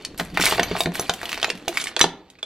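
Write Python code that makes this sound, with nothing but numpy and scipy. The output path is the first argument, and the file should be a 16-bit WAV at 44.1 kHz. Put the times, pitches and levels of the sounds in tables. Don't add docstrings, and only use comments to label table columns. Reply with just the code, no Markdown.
import sys
import numpy as np
from scipy import signal
from scipy.fft import rfft, irfft, next_fast_len
from scipy.io import wavfile
from scipy.ndimage import uniform_filter1d, map_coordinates

SR = 44100
rng = np.random.default_rng(int(sys.argv[2]) if len(sys.argv) > 2 else 0)


def attenuation_scalar(level_db):
    decades = np.asarray(level_db, float) / 20
    return 10 ** decades


def log_audio(samples):
    frames = np.atleast_2d(samples).T
    limited = np.clip(frames, -1, 1)
    pcm = np.round(limited * 32767).astype(np.int16)
    wavfile.write(sys.argv[1], SR, pcm)


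N = 108045


def unit(x):
    return x / np.sqrt(np.mean(x ** 2) + 1e-20)


def along(points, hz):
    f, v = np.transpose(points)
    return np.interp(np.log(hz + 1), np.log(f + 1), v)


def curves(rows):
    s, *cols = np.transpose(rows)
    return [np.interp(np.arange(N) / SR, s, c) for c in cols]


def filtered(x, response):
    m = next_fast_len(x.shape[-1] + 8192)
    spectrum = rfft(x, m) * response(np.fft.rfftfreq(m, 1 / SR))
    return irfft(spectrum, m)[..., :x.shape[-1]]


def band(x, lo_hz, hi_hz):
    sos = signal.butter(3, [lo_hz, min(hi_hz, SR / 2.2)], "band", fs=SR, output="sos")
    return signal.sosfilt(sos, x)


def add(track, s, sound):
    part = track[round(s * SR):][:len(sound)]
    part += sound[:len(part)]


def ring(hz, db, t60, attack):
    t = np.arange(round(SR * np.max(t60)) + 1)[:, None] / SR
    decay = attenuation_scalar(db - 60 * t / t60)
    modes = decay * np.sin(2 * np.pi * hz * t) * (1 - np.exp(-t / attack))
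    return modes.sum(axis=1)


def cluster(count):
    even = np.linspace(-1, 1, count)
    return even + rng.uniform(-1.03, 1, count) / count * (even != 0)


# [f/Hz, correlation]
DIFFUSE_LIKENESS = [(300, 0.99), (1400, 0.95), (3100, 0.78), (7000, 0.21)]


def spread(pair):
    def mid_side_gain(hz):
        turn = np.arccos(np.clip(along(DIFFUSE_LIKENESS, hz), -1, 1)) / 2
        return np.array([np.cos(turn), np.sin(turn)])

    mid, side = filtered(pair, mid_side_gain)
    return np.array([mid + side, mid - side])


# [f/Hz, level/dB]
HUM_COLOUR = [(25, -20), (300, 8.5), (1000, -11.5), (3000, -26), (8000, -26), (13000, -55)]
# [t/s, level/dB]
GRIP_RUMBLE = [(0, -56.5), (.3, -39), (.75, -42.5), (1.2, -56.5), (2.45, -66)]


def air():
    hum = unit(spread(filtered(rng.standard_normal((2, N)), lambda hz: attenuation_scalar(along(HUM_COLOUR, hz)))))
    near_box = np.clip(np.arange(N) / SR * 2 - 3.6, 0, 1)
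    hum_db = -46.5 - 14 * near_box
    grip_db, = curves(GRIP_RUMBLE)
    thumps = unit(band(rng.standard_normal(N), 8.8, 200))
    return attenuation_scalar(hum_db) * hum + attenuation_scalar(grip_db) * thumps


def clinks(lo_hz, hi_hz, count):
    hits_per_s, t60, scatter_db, level_db = 45, 0.022, 4, -2.5
    hz = np.exp(rng.uniform(np.log(lo_hz), np.log(hi_hz), count))
    r = attenuation_scalar(-60 / t60 / SR)
    hits = rng.random((count, N)) < hits_per_s / SR
    hits = hits * attenuation_scalar(scatter_db * rng.standard_normal((count, N)))
    total = np.zeros(N)
    for w, h in zip(2 * np.pi * hz / SR, hits):
        total += np.sin(w) * signal.lfilter([1], [1, -2 * r * np.cos(w), r * r], h)
    return attenuation_scalar(level_db) * unit(total)


# [t/s, body level/dB, treble level/dB]
HAND_MOTION = [(0, -48.5, -74), (.174, -59, -87), (.178, -51, -41), (.335, -54.5, -70.5),
               (.345, -37.5, -81), (.46, -26, -34), (.56, -32, -43), (.68, -37.5, -90), (.8, -34.5, -33.5),
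               (.91, -54.5, -69), (.96, -34, -46.5), (1.17, -48, -54), (1.32, -36, -55),
               (1.64, -53.5, -67.5), (1.76, -38.5, -42), (1.88, -42.5, -43), (1.95, -50, -75),
               (2.1, -63, -100)]
# [f/Hz, level/dB]
STEEL_COLOUR = [(250, -2.5), (700, 2.5), (2600, -4), (6000, -10.5), (9000, -22.5)]


def rattle():
    grains_per_s, scatter_db, grain_t60 = 1300, 8, 0.0053
    body_db, treble_db = curves(HAND_MOTION)
    hits = rng.random((2, N)) < grains_per_s / SR
    hits = hits * attenuation_scalar(scatter_db * rng.standard_normal((2, N)))
    t = np.arange(SR // 20) / SR
    power_decay = attenuation_scalar(-120 * t / grain_t60)[None]
    power = signal.fftconvolve(hits ** 2, power_decay, axes=1)[:, :N]
    grains = np.sqrt(abs(power)) * rng.standard_normal((2, N))
    body = unit(filtered(grains[0], lambda hz: attenuation_scalar(along(STEEL_COLOUR, hz))))
    fizz = unit(band(grains[1], 3400, 12800))
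    body = body + clinks(1850, 4900, count=24)
    fizz = fizz + clinks(7000, 14000, count=14)
    return body * attenuation_scalar(body_db) + fizz * attenuation_scalar(treble_db)


# [t/s, peak level/dB,
# f/Hz, treble level over the clack/dB]
METAL_CLACKS = [(0.0495, -13.5, 4327, -27.5), (0.198, -10.5, 1930, -17.5), (0.3729, -4.5, 1833, -22.5),
                (0.398, -10, 1540, -15), (0.413, -12, 2090, -12), (0.455, -7, 3340, -4),
                (0.4646, -6.5, 2270, -25), (0.51, -12.5, 2860, -13), (0.5251, -13, 3340, -29),
                (0.5793, -11, 2150, -41.5), (0.596, -2, 1745, -24), (0.632, -8.5, 2256, -13.5),
                (0.7132, -20, 2200, -46), (0.786, -28, 2150, -5.5), (0.8057, -8.5, 3724, -10.5),
                (0.835, -21.5, 3760, -8), (0.8582, -11.5, 2120, -42), (0.9539, -13, 1597, -11),
                (0.9956, -15, 5550, -10.5),
                (1.08, -31, 2530, -32), (1.0953, -5, 3585, -29), (1.1374, -19.5, 3170, -5),
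                (1.2148, -24.5, 1730, -10), (1.255, -18.5, 3380, -14), (1.2925, -18.5, 2910, -12),
                (1.329, -12.5, 2410, -18), (1.3992, -20, 2580, -29), (1.4288, -7, 3150, -40),
                (1.4441, -5, 2560, -23), (1.5014, -9, 2725, -24), (1.6811, -11.5, 3370, -8),
                (1.772, -7.5, 2260, -14), (1.8, -17, 3590, -18), (1.8136, -16.5, 3730, -7),
                (1.8399, -17, 2930, -0.5), (1.87, -14.5, 2170, -13.5), (1.9649, -9, 3446, -36),
                (1.9926, -12.5, 1860, -1), (2.0059, -9.5, 1723, -20), (2.0122, 3, 3486, -37),
                (2.041, -5.5, 3380, -62), (2.301, -35, 3820, -6), (2.3533, -40, 2040, -51),
                (2.4286, -16.5, 3306, -56)]
# [t/s, peak level/dB, f/Hz]
KEY_TICKS = [(0.0223, -32, 4580), (0.1774, -22.5, 3000), (0.257, -26, 2370), (0.3012, -28.5, 2490),
             (0.3407, -29, 1980), (0.4241, -4.5, 3520), (0.4431, -8, 3730), (0.485, -10, 2600),
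             (0.518, -12, 1770), (0.5467, -8, 1800), (0.692, -22, 2310), (0.744, -23, 1780),
             (0.9383, -29, 3570), (0.947, -14, 2550), (1.191, -24, 2270), (1.2306, -12.5, 2330),
             (1.3174, -9.5, 2520), (1.3434, -12, 2600), (1.355, -18.5, 3100), (1.4152, -15.5, 3130),
             (1.492, -14, 2650), (1.5525, -21.5, 2570), (1.5746, -20, 2430), (1.7554, -20, 2220),
             (2.029, -3.5, 6020), (2.0896, -23, 3410)]


def clacks():
    mode_t60, crack_t60, fizz_t60, rise_s = 0.021, 0.0072, 0.028, 0.00039
    crack_wide = 3.2
    ticks = [(s, db - 8, hz, -13.5) for s, db, hz in KEY_TICKS]
    out, t = np.zeros(N), np.arange(SR // 16) / SR
    rise = 1 - np.exp(-t / rise_s)
    for s, db, hz, treble_db in METAL_CLACKS + ticks:
        draw = rng.standard_normal((3, 15))
        noise = rng.standard_normal((2, len(t)))
        away = 0.757 * cluster(count=15)
        level = 3 * draw[1] - 18 * abs(away) - 10 + 4 * (away == 0)
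        pitches = hz * np.exp(away) * np.sign(draw[0])
        add(out, s, attenuation_scalar(db) * ring(pitches, level, mode_t60 * np.exp(draw[2] / 5), rise_s))
        crack = unit(band(noise[0], hz / crack_wide, hz * crack_wide / 1.43))
        crack *= attenuation_scalar(-2 - 60 * t / crack_t60)
        fizz = unit(band(noise[1], 3300, 15000))
        fizz *= attenuation_scalar(treble_db - 0.5 - 60 * t / fizz_t60)
        add(out, s, attenuation_scalar(db) * (crack + fizz) * rise)
    return out


# [t/s, level/dB, f/Hz, t60/s]
KEY_CHIMES = [(0.175, -44, 8440, 0.18), (.177, -32, 11700, 0.067), (.413, -17, 5470, 0.043),
              (0.457, -18, 10800, 0.053), (0.493, -20, 12000, 0.044), (.497, -23, 8430, 0.046),
              (.631, -11, 6180, 0.013), (0.642, -35, 12500, 0.14), (0.808, -27, 15770, 0.05),
              (0.939, -36, 8570, 0.18), (0.939, -34, 11500, 0.19), (0.995, -19, 6010, 0.054),
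              (1.01, -31, 14900, 0.038), (1.01, -18, 11100, 0.028), (1.245, -34, 11750, 0.066),
              (1.471, -36, 7000, 0.087), (1.502, -21, 5270, 0.027), (1.502, -34, 8840, .05),
              (1.68, -25, 660, 0.12), (1.69, -26, 345, 0.075), (1.839, -23, 13500, 0.14),
              (2.0122, -3.5, 5950, 0.041), (2.03, -24.5, 6491, 0.088), (2.386, -44.5, 2550, 0.037),
              (2.429, -18, 3464, 0.037)]


def chimes():
    out = np.zeros(N)
    for s, db, hz, t60 in KEY_CHIMES:
        pitches = hz * np.array([1, 1.012])
        levels = db + np.array([0, -9])
        add(out, s, ring(pitches, levels, t60, attack=0.00089))
    return out


# [t/s, length/s, level/dB, centre f/Hz]
METAL_SCRAPES = [(0.191, 0.02, -32, 1490), (.342, 0.012, -47, 4500), (0.406, 0.023, -26.5, 4100),
                 (0.439, 0.034, -22.5, 3300), (0.472, 0.055, -31, 3030), (0.948, .03, -51, 2440),
                 (1.291, 0.014, -38, 2800), (1.772, 0.012, -33.5, 2370), (1.797, 0.025, -34.5, 2580),
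                 (1.876, 0.015, -38, 2220), (2.386, 0.0095, -49, 1500)]


def scrapes():
    width_octaves, rise_part, grit_db = 1.29, 0.1, 3.3
    out = np.zeros(N)
    for s, length, db, hz in METAL_SCRAPES:
        noise = rng.standard_normal((2, SR // 8))
        u = np.arange(SR // 8) / SR / length
        grit = noise[0] * attenuation_scalar(grit_db * unit(uniform_filter1d(noise[1], size=40)))
        colour = lambda f: np.exp(-(np.log2(f / hz + 1e-9) / width_octaves) ** 2 / 2)
        swell = np.clip(np.minimum(u / rise_part, 3 - 2 * u), 0, 1)
        add(out, s, attenuation_scalar(db) * unit(filtered(grit, colour)) * swell)
    return out


# [t/s, peak level/dB, f/Hz]
PANEL_KNOCKS = [(0.197, -18, 732), (0.207, -17, 647), (.373, -13.5, 776), (.395, -10.5, 303),
                (.524, -9, 874), (0.582, -12.5, 744), (.594, -8, 691), (0.713, -14, 410),
                (.751, -12.5, 733), (.805, -11.5, 668), (.859, -13, 390), (.872, -17.5, 692),
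                (0.996, -15.5, 715), (1.095, -7, 771), (1.231, -20.5, 700), (1.428, -17.5, 736),
                (1.444, -14.5, 740), (1.482, -21.5, 700), (1.5, -17.5, 440), (1.679, -15.5, 750),
                (1.965, -17.5, 920), (1.969, -20, 529), (2.013, -9.5, 1206), (2.012, -11, 474),
                (2.041, -6, 930), (2.042, -11.5, 491), (1.096, -24, 447), (1.095, -18.5, 1560),
                (2.43, -29, 644)]
# [t/s, peak level/dB, favoured f/Hz]
PANEL_BOOMS = [(0.198, -27.5, 232), (0.332, -28.5, 257), (.395, -21, 270), (0.598, -23, 243),
               (0.715, -23.5, 185), (.859, -24.5, 263), (.872, -22.5, 197), (1.095, -34, 190),
               (1.532, -33.5, 209), (2.011, -29, 287), (2.039, -27, 190)]
# [f/Hz, t60/s]
PANEL_MODES = [(180, .16), (215, .09), (267, .1), (325, .06)]


def door():
    knock_t60, favour_db = 0.024, 11
    out = np.zeros(N)
    low_hz, low_t60 = np.transpose(PANEL_MODES)
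    for s, db, hz in PANEL_KNOCKS:
        draw = rng.standard_normal((3, 9))
        away = 0.664 * cluster(count=9)
        lead = away == 0
        level = db - 7 + 2 * draw[1] - 10 * abs(away) + 5 * lead
        pitches = hz * np.exp(away) * np.sign(draw[2])
        add(out, s, ring(pitches, level, knock_t60 * (1 + 0.14 * lead), attack=0.00019))
    for s, db, hz in PANEL_BOOMS:
        draw = rng.standard_normal((2, 4))
        level = db + 6.5 + 2 * draw[1] - favour_db * abs(np.log2(low_hz / hz))
        add(out, s, ring(low_hz * np.exp(0.033 * draw[0]), level, low_t60, attack=0.0076))
    return out


# [f/Hz, t60/s]
LOBBY_DECAY = [(300, 0.66), (2000, 0.36), (10000, 0.19)]


def lobby(x):
    hz, t, noises = signal.stft(rng.standard_normal((2, 2, SR)), SR, nperseg=256)
    wall_t60 = 0.089
    t60s, levels_db = [wall_t60, along(LOBBY_DECAY, hz)[:, None]], [-8.5, -14.5]
    tail = 0
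    for noise, t60, db in zip(noises, t60s, levels_db):
        echo = signal.istft(noise * attenuation_scalar(-60 * t / t60), SR, nperseg=256)[1]
        tail = tail + attenuation_scalar(db) * echo / np.linalg.norm(echo[0])
    late = np.pad(x, (100, 0))[None]
    return spread(signal.fftconvolve(late, tail, axes=1)[:, :N])


# [t/s, left lag/s, L-R level/dB]
DOOR_DRIFT = [
    (0, 0.000019, 1),
    (1.5, 0.000024, 0.45),
    (2.45, 0.000054, -1),
]
# [f/Hz, L-R level/dB]
HAND_SHADOW = [(300, -1.8), (4400, -2), (12000, -0.8)]


def shade(x):
    open_s, shade_hz = 1.785, 12200
    shaded = filtered(x, lambda hz: 1 / (1 + (hz / shade_hz) ** 20))
    return np.where(np.arange(N) < open_s * SR, x, shaded)


def scene():
    dull = clacks() + door() + rattle() + scrapes()
    keys = chimes()
    lag_s, pan_db = curves(DOOR_DRIFT)
    metal = shade(dull + keys)
    near = [map_coordinates(metal, [np.arange(N) - k * lag_s * SR], order=5) for k in (.5, -.5)]
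    near = filtered(np.array(near), lambda hz: attenuation_scalar(np.outer([.5, -.5], along(HAND_SHADOW, hz))))
    echoes = lobby(shade(dull + 0.76 * keys))
    return (near + echoes) * attenuation_scalar([pan_db / 2, -pan_db / 2]) + air()


def roll_off(x):
    return signal.sosfilt(signal.butter(12, 15920, fs=SR, output="sos"), x)


def record(dry):
    ceiling, top_hz = 0.93, 15900
    gate_hz, gate_db, gate_s = 13300, -61, 0.02
    limited = dry / (1 + abs(dry / ceiling) ** 8) ** (1 / 8)
    x = filtered(limited, lambda hz: hz < top_hz)
    treble = filtered(x, lambda hz: hz > gate_hz)
    power = uniform_filter1d((treble ** 2).mean(axis=0), round(gate_s * SR))
    shut = uniform_filter1d(1. * (power < attenuation_scalar(2 * gate_db)), size=128)
    return roll_off(x - treble * shut)


dry = scene()
out = record(dry)
log_audio(out)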